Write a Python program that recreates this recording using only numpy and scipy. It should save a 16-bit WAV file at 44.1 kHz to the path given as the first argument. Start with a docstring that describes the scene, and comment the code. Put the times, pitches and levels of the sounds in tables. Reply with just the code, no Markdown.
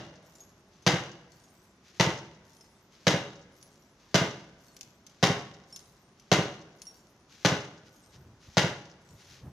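"""A paved workshop yard: about once a second a sledgehammer hits cracked laminated glass in a steel stand.
Each blow is a hard knock, a thump of the bulging pane and a crunch of cracks, thrown back by the walls.
Loose shards chatter, and half a second later grit and splinters land on the paving.
Clothes swish before each swing and boots shuffle, over a faint outdoor background."""
import sys
import numpy as np
from scipy import signal
from scipy.fft import rfft, irfft, next_fast_len
from scipy.io import wavfile

SR = 44100
rng = np.random.default_rng(int(sys.argv[2]) if len(sys.argv) > 2 else 0)


def master(y):
    """Save y as 16-bit WAV."""
    cut = np.clip(np.atleast_2d(y).T, -1, 1)
    pcm = np.round(cut * 32767)  # scale
    wavfile.write(sys.argv[1], SR, pcm.astype(np.int16))


N = 419816
LEAD_S = .3   # the work is already under way at 0 s
TIME = np.arange(-round(LEAD_S * SR), N) / SR
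AGE = np.arange(int(.8 * SR)) / SR   # clock of one event
CUTOFF_HZ = 15700


def from_db(db):
    """Decibels to gain."""
    return 10 ** (np.asarray(db) / 20)


def unit_rms(x):
    """Scale to rms 1."""
    return x / np.sqrt(np.mean(x ** 2) + 1e-20)


def at_hz(table, hz):
    """Read a table on a log-frequency axis."""
    table_hz, values = np.array(table).T
    return np.interp(np.log(hz + 1e-3), np.log(table_hz), values)


def fade(t60_s, age=AGE):
    """Exponential decay, 60 dB in t60_s."""
    return np.exp(-np.log(1000) * age / t60_s)


def add(track, start_s, sound):
    """Mix a sound into a track."""
    at = int(round(start_s * SR))
    first, last = max(at, 0), min(at + sound.shape[-1], track.shape[-1])
    if last > first:
        track[..., first:last] += sound[..., first - at:last - at]


def butter(x, hz, kind, order=2):
    """Causal Butterworth filter."""
    sos = signal.butter(order, np.minimum(hz, SR / 2 - 500), kind, fs=SR, output="sos")
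    return signal.sosfilt(sos, x + 1e-18)


def colour(x, spectrum, size=4096):
    """Minimum-phase filter of the given spectral shape; white noise keeps its power."""
    gain = unit_rms(from_db(at_hz(spectrum, np.fft.rfftfreq(size, 1 / SR))))
    cepstrum = irfft(np.log(gain))
    cepstrum[1:size // 2] *= 2
    cepstrum[size // 2 + 1:] = 0
    response = irfft(np.exp(rfft(cepstrum)))[:size // 2]
    filtered = signal.oaconvolve(np.atleast_2d(x), response[None], axes=1)
    return filtered[:, :x.shape[-1]].reshape(x.shape)


def grains(length, per_s, spread_db):
    """Two trains of random clicks of uneven size, on the same moments; rms 1."""
    born = rng.random(length) < per_s / SR
    sizes = from_db(spread_db * np.minimum(rng.exponential(1, length), 4))
    return unit_rms(born * sizes * rng.standard_normal((2, length)))


# stereo width: (frequency [Hz], side minus mid [dB])
STEREO_WIDTH = [(60, -22), (200, -33.5), (400, -22), (700, -16), (1300, -10), (2400, -2), (4400, -4.5),
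                (8000, -5.5), (15000, -13.5)]
# stereo lean: (frequency [Hz], left minus right [dB])
STEREO_LEAN = [(150, -.5), (700, 0), (2000, 0.2), (4200, 5.1), (7500, 1), (12000, -1)]


def stereo(pair, widen_db):
    """Two unrelated signals to left and right: alike in the bass, wide and lopsided in the treble."""
    length = pair.shape[-1]
    size = next_fast_len(length, True)
    hz = np.fft.rfftfreq(size, 1 / SR)
    ratio = from_db(at_hz(STEREO_LEAN, hz))
    lean = rfft(pair[0], size) * (ratio - 1) / (ratio + 1)
    spread = rfft(pair[1], size) * from_db(at_hz(STEREO_WIDTH, hz) + widen_db)
    side = irfft(spread + lean, size)[:length]
    return np.array([pair[0] + side, pair[0] - side])


# outdoor background: (frequency [Hz], relative density [dB])
AIR_SPECTRUM = [(15, -51), (25, -1.5), (101, 1.5), (183, 3.5), (297, -1.5), (399, 0), (445, -7.5),
                (1080, -9), (2010, -17), (2420, -19), (4380, -21.5), (6050, -18), (8130, -34.5),
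                (11800, -36), (15500, -61.5)]


def air(db=-62.5):
    """Steady, low outdoor noise."""
    noise = rng.standard_normal((2, len(TIME)))
    return from_db(db) * stereo(colour(noise, AIR_SPECTRUM), widen_db=2)


def contact(full_stretch_s=.0121, snap_db=1.5):
    """Steel meets glass in one sharp pulse; at full stretch the pane snaps in a quick run of cracks."""
    pulses = 1.8 * butter((AGE == 0) * 1., 1800, "low", order=1)
    cracks = [round((full_stretch_s + gap_s) * SR) for gap_s in (0, .0002, .0005)]
    pulses[cracks] += from_db(snap_db) * np.array([1.15, -.7, .45])
    return pulses


def thump(hz=164.8, peak_s=.008, bulge_db=-13, sway_hz=133, sway_db=-33, sway_t60_s=.35):
    """The pane bulges and its soft interlayer stops it in a few swings; the stand sways on."""
    envelope = (AGE / peak_s * np.exp(1 - AGE / peak_s)) ** 4
    pitch_hz = hz * rng.normal(1, .025)
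    bulge = envelope * np.cos(2 * np.pi * pitch_hz * (AGE - peak_s))
    sway = np.cos(2 * np.pi * sway_hz * (AGE - peak_s)) * fade(sway_t60_s) * np.minimum(AGE / peak_s, 1)
    return -from_db(bulge_db) * bulge - from_db(sway_db) * sway


# modes of pane and stand: (frequency [Hz], relative level [dB], t60 [s])
PANE_MODES = [(308.3, -27.5, 0.22), (370.8, -28.5, 0.12), (410.2, -34.5, 0.18), (558, -28.5, 0.17),
              (703, -37.5, 0.14), (795.6, -33.5, 0.14), (842, -39.5, 0.28), (883, -34.5, 0.13),
              (1449, -35.5, 0.29), (1630, -46, 0.42), (1950, -33, 0.22), (2030, -35.5, 0.38),
              (2290, -43.5, 0.17), (2760, -39.5, 0.48), (2860, -41, 0.51), (2825, -44.5, 0.51),
              (3800, -35.5, 0.37), (4043, -35, 0.2), (4830, -37, 0.27)]


def knock(scatter_db=2, scatter_hz=14, sharp_hz=40, sag_s=.025, build_s=.002):
    """The modes ring with new strengths at each blow: sharp while the pane is stretched, then sagging."""
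    hz, mode_db, t60_s = np.array(PANE_MODES).T[:, :, None]
    detune, start_cycles, strength = rng.standard_normal((3, len(hz), 1))
    pitch_hz = hz + scatter_hz * detune + sharp_hz * np.exp(-AGE / sag_s)
    phase = 2 * np.pi * (np.cumsum(pitch_hz, axis=1) / SR + start_cycles)
    envelope = from_db(mode_db + scatter_db * strength) * fade(t60_s)
    side_sign = rng.choice([-1, 1], (len(hz), 1))
    mid = (envelope * np.sin(phase)).sum(0)
    side = (envelope * side_sign * np.cos(phase)).sum(0)
    return np.array([mid, side]) * (1 - np.exp(-AGE / build_s))


def buckle(gain_db=-22, band_hz=(480, 930), t60_s=.13):
    """Broken plates of glass buckle against each other in a brief, woody rattle."""
    clicks = grains(len(AGE), per_s=1500, spread_db=2)
    rattle = unit_rms(butter(clicks, band_hz, "band", order=3))
    return from_db(gain_db) * rattle * fade(t60_s)


def crunch(gain_db=-22, t60_s=.31, grind_db=-17, grind_t60_s=.65):
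    """Cracks race through the glass, then the broken edges grind as the pane springs back."""
    racing = grains(len(AGE), per_s=7000, spread_db=1.5) * fade(t60_s)
    grinding = grains(len(AGE), per_s=500, spread_db=3) * fade(grind_t60_s)
    return from_db(gain_db) * (racing + from_db(grind_db) * grinding)


def chatter(db=-44, first_s=.15, last_s=.48, burst_t60_s=.082, t60_s=.85, band_hz=(3200, 6600), count=3):
    """Loose shards held in the swaying pane chatter in short bursts, the later ones weaker."""
    bursts = np.zeros((2, len(AGE)))
    for late_s in rng.uniform(first_s, last_s, count):
        burst = grains(len(AGE), per_s=3000, spread_db=2) * fade(burst_t60_s)
        add(bursts, late_s, from_db(db) * fade(t60_s, late_s - first_s) * burst)
    return butter(bursts, band_hz, "band")


# crunching glass, contact snap, small fragments: (frequency [Hz], relative density [dB])
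CRUNCH_SPECTRUM = [(100, -25), (300, 7), (600, 4.5), (900, 3), (1150, 2), (2100, 3), (2450, -3),
                   (2900, 2.5), (4200, -4), (6200, -2), (7100, -10), (8000, -21), (12500, -27.5),
                   (15500, -45)]
SNAP_SPECTRUM = [(150, -18.5), (500, 13), (1500, -4.5), (3000, -2), (6200, 6), (7100, -15.5), (8000, -30.5),
                 (12500, -20.5), (15500, -41.5)]
GRIT_SPECTRUM = [(1000, -19), (2000, -9.5), (4000, -0.5), (6200, 7.5), (7100, 2), (8200, -10.5),
                 (13000, -9.5), (15500, -26)]
# hammer blows: (time [s], relative strength [dB], level of the swish before it [dB])
HAMMER_BLOWS = [(-0.21, 0.5, -67), (0.865, -0.37, -66), (1.9981, -0.8, -59.5), (3.0688, -0.9, -61.5),
                (4.1437, -0.15, -64), (5.2279, 0.2, -65.5), (6.3164, -0.04, -68.5), (7.4489, -1.2, -57),
                (8.57, -1, -58.5)]


def blows(thump_trim_db=-1.6, knock_trim_db=.07, crunch_trim_db=2.15, settle_db=-51, settle_t60_s=1.0):
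    """The hammer snaps, thumps, rings and crunches the pane; shards chatter and tick as they settle."""
    body, cracking, shards, snaps = np.zeros((4, 2, len(TIME)))
    for time_s, db, _ in HAMMER_BLOWS:
        start_s = time_s + LEAD_S
        ticks = grains(len(AGE), per_s=120, spread_db=2) * fade(settle_t60_s)
        add(snaps[0], start_s, contact())
        add(body[0], start_s, from_db(db + thump_trim_db) * thump())
        add(body, start_s, from_db(db + knock_trim_db) * (knock() + buckle()))
        add(cracking, start_s, from_db(db + crunch_trim_db) * crunch() + from_db(settle_db) * ticks)
        add(shards, start_s, from_db(db) * chatter())
    breaking = colour(cracking, CRUNCH_SPECTRUM) + colour(snaps, SNAP_SPECTRUM)
    return stereo(body + breaking + colour(shards, GRIT_SPECTRUM), widen_db=-2)


# scattered sound: (frequency [Hz], level [dB])
REVERB_LEVEL = [(60, -7.5), (150, -13.5), (400, -7.5), (1200, -6), (2500, -11), (6000, -19), (12000, -14)]
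# its decay: (frequency [Hz], t60 [s])
REVERB_T60 = [(100, 0.99), (500, 0.53), (2000, 0.37), (6000, 0.65), (14000, 0.16)]
# wall reflections: (delay [s], level [dB], low-pass edge [Hz])
WALL_ECHOES = [(0.0167, -8, 894), (.0402, -21, 11830), (0.068, -3.5, 270), (0.0857, -11.5, 511),
               (0.095, -21, 7030)]


def yard(x, onset_s=.03, build_s=.0048, far_db=-28, far_t60_s=3.48, far_edge_hz=1800, round_trip_db=-16):
    """Each wall echoes twice, scatter dies by band, and farther buildings add a faint dull tail."""
    age = np.arange(2 * SR) / SR
    white, scatter = rng.standard_normal((2, 2, len(age))), np.zeros((2, len(age)))
    edges_hz = 40 * 2 ** np.arange(0, 9.1, 2 / 3)
    for k, band_hz in enumerate(zip(edges_hz, edges_hz[1:])):
        hz = np.sqrt(np.prod(band_hz))
        t60_s = at_hz(REVERB_T60, hz)
        far_tail = from_db(far_db) * fade(far_t60_s, age) / np.hypot(1, hz / far_edge_hz)
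        gain = from_db(at_hz(REVERB_LEVEL, hz)) * np.sqrt(2 * np.log(1000) / (t60_s * SR))
        scatter += gain * (fade(t60_s, age) + far_tail) * butter(white[k % 2], band_hz, "band")
    response = stereo(scatter * (1 - np.exp(-age / build_s)), widen_db=3.5)
    wet = np.zeros_like(x)
    add(wet, onset_s, signal.oaconvolve(x.mean(0)[None], response, axes=1))
    for delay_s, db, edge_hz in WALL_ECHOES:
        echo = from_db(db) * butter(x, edge_hz, "low", order=1)
        arrival_s = delay_s - 1 / (2 * np.pi * edge_hz)   # less the filter's own delay
        add(wet, arrival_s, echo)
        add(wet, arrival_s + delay_s, from_db(round_trip_db) * echo)
    return x + wet


def ping(hz, t60_s):
    """One mode of a bit of glass, at a slightly different level on each side."""
    age = AGE[:SR // 3]
    side_gains = from_db(rng.normal(0, 1.4, (2, 1)))
    return np.sin(2 * np.pi * min(hz, CUTOFF_HZ) * age) * fade(t60_s, age) * side_gains


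FALL_S, SHOWER_RISE_S = .43, .09   # blow to first landing; from there to the shower's peak


def landing_s(blow_s):
    """When a piece knocked loose reaches the ground: most land early, a few straggle."""
    return blow_s + FALL_S + SHOWER_RISE_S * rng.exponential(1, 2).sum()


def falling_grit(shower_db=-69, crumb_db=-9, tinkle_t60_s=.17, count=90):
    """Fine glass from each blow patters down, quickly thick, then thinning; the crumbs tinkle."""
    shower, tinkles = np.zeros(len(TIME)), np.zeros((2, len(TIME)))
    for time_s, db, _ in HAMMER_BLOWS:
        gain = from_db(db + shower_db)
        progress = np.maximum(TIME - time_s - FALL_S, 0) / SHOWER_RISE_S
        shower += gain * np.sqrt(progress * np.exp(1 - progress))
        for size, life in rng.standard_normal((count, 2)):
            crumb = ping(hz=rng.uniform(3000, 14000), t60_s=tinkle_t60_s * np.exp(.6 * life))
            add(tinkles, landing_s(time_s) + LEAD_S, gain * from_db(crumb_db + 3.5 * size) * crumb)
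    patter = grains(len(TIME), per_s=900, spread_db=3)
    return stereo(colour(shower * patter, GRIT_SPECTRUM), widen_db=-1.5) + tinkles


def chips(impact_db=-68.5, ring_db=-62.5, range_hz=(4240, 7000), count=2):
    """Each blow knocks off small chips of random pitch; rows as in SPLINTER_LANDINGS."""
    return [(landing_s(time_s), db + impact_db, rng.uniform(*range_hz), db + ring_db)
            for time_s, db, _ in HAMMER_BLOWS for _ in range(count)]


# large splinters: (time [s], relative impact level [dB], ring frequency [Hz], ring level [dB])
SPLINTER_LANDINGS = [(0.353, -61.5, 7145, -56), (0.405, -70, 6636, -44.5), (2.609, -63, 5210, -55),
                     (3.627, -59, 10950, -53.5), (4.766, -55, 6000, -62.5), (4.81, -47.5, 5180, -64),
                     (5.066, -53.5, 6270, -60.5), (5.726, -62, 5420, -43), (5.761, -46.5, 6117, -48.5),
                     (6.197, -62.5, 5940, -63), (6.818, -51, 9660, -53), (6.869, -69, 5600, -39.5)]


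def splinters(clatter_db=7, clatter_t60_s=.043, clink_db=-9, clink_t60_s=.044, clink_modes=8,
              ring_t60_s=.14, overtone_ratio=1.75, overtone_db=-15, bounce_db=-11):
    """Splinters and chips hit the paving and bounce twice; short modes clink, the main one rings on."""
    clicks, rings = np.zeros((2, 2, len(TIME)))
    for time_s, db, hz, ring_db in SPLINTER_LANDINGS + chips():
        clink = sum(ping(mode_hz, clink_t60_s) for mode_hz in rng.uniform(1900, 7000, clink_modes))
        tone = ping(hz, ring_t60_s) + from_db(overtone_db) * ping(hz * overtone_ratio, ring_t60_s)
        ringing = from_db(ring_db) * tone + from_db(db + clink_db) * clink
        hop_s = rng.uniform(.02, .04)
        for late_s, loss_db in [(0, 0), (hop_s, bounce_db), (1.7 * hop_s, 2 * bounce_db)]:
            start_s = time_s + LEAD_S + late_s
            clatter = grains(len(AGE), per_s=5000, spread_db=1.5) * fade(clatter_t60_s)
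            add(clicks, start_s, from_db(db + clatter_db + loss_db) * clatter)
            add(rings, start_s, from_db(loss_db) * ringing)
    return stereo(colour(clicks, GRIT_SPECTRUM), widen_db=1) + rings


def swell(peak_s, db, sigma_s):
    """Gaussian rise and fall of level."""
    return from_db(db) * np.exp(-.5 * ((TIME - peak_s) / sigma_s) ** 2)


# cloth and sole friction: (frequency [Hz], relative density [dB])
RUB_SPECTRUM = [(400, -15.5), (1500, 8), (3000, 8.5), (6300, 10), (7200, 1.5), (8200, -8.5), (13000, -11),
                (15500, -22.5)]
# soles scraping the paving: (time [s], level [dB], sigma [s])
SOLE_SCUFFS = [(7.872, -60.5, 0.014), (8.147, -59, 0.016), (9.21, -61, 0.023), (9.326, -56.5, 0.058)]


def rubbing(pivot_lead_s=.12, pivot_db=-2, swish_lead_s=.01):
    """Before each blow a sole pivots, then the jacket swishes; near the end soles scrape."""
    envelope = sum(swell(*scuff) for scuff in SOLE_SCUFFS)
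    for time_s, _, swish_db in HAMMER_BLOWS:
        envelope += swell(time_s - pivot_lead_s, swish_db + pivot_db, sigma_s=.028)
        envelope += swell(time_s - swish_lead_s, swish_db, sigma_s=.047)
    friction = grains(len(TIME), per_s=11000, spread_db=3)
    return stereo(colour(envelope * friction, RUB_SPECTRUM), widen_db=-3.5)


# boot on paving: (frequency [Hz], relative density [dB])
THUD_SPECTRUM = [(30, -15.5), (70, -1.5), (130, -1), (300, -16), (1000, -26.5), (4000, -49.5)]
# footfalls: (time [s], level [dB], sigma [s])
BOOT_STEPS = [(8.238, -53.5, 0.09), (8.49, -49.5, 0.015), (9.135, -52.5, 0.027), (9.326, -58, 0.05),
              (9.468, -45, 0.033)]


def boots():
    """Boots tread on the paving with dull thuds."""
    rumble = unit_rms(colour(rng.standard_normal(len(TIME)), THUD_SPECTRUM))
    return sum(swell(*step) for step in BOOT_STEPS) * rumble


def scene():
    """Blows and falling glass echo in the yard; the worker and the background stay dry."""
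    background = air()
    glass = yard(blows() + splinters() + falling_grit())
    worker = boots() + rubbing()
    return (glass + worker + background)[:, -N:]


def record(dry):
    """Cut the deep bass and the very top."""
    sound = butter(dry, 42, "high", order=4)
    low_pass = signal.cheby2(14, 70, CUTOFF_HZ + 600, fs=SR, output="sos")
    return signal.sosfilt(low_pass, sound)


dry = scene()
out = record(dry)
master(out)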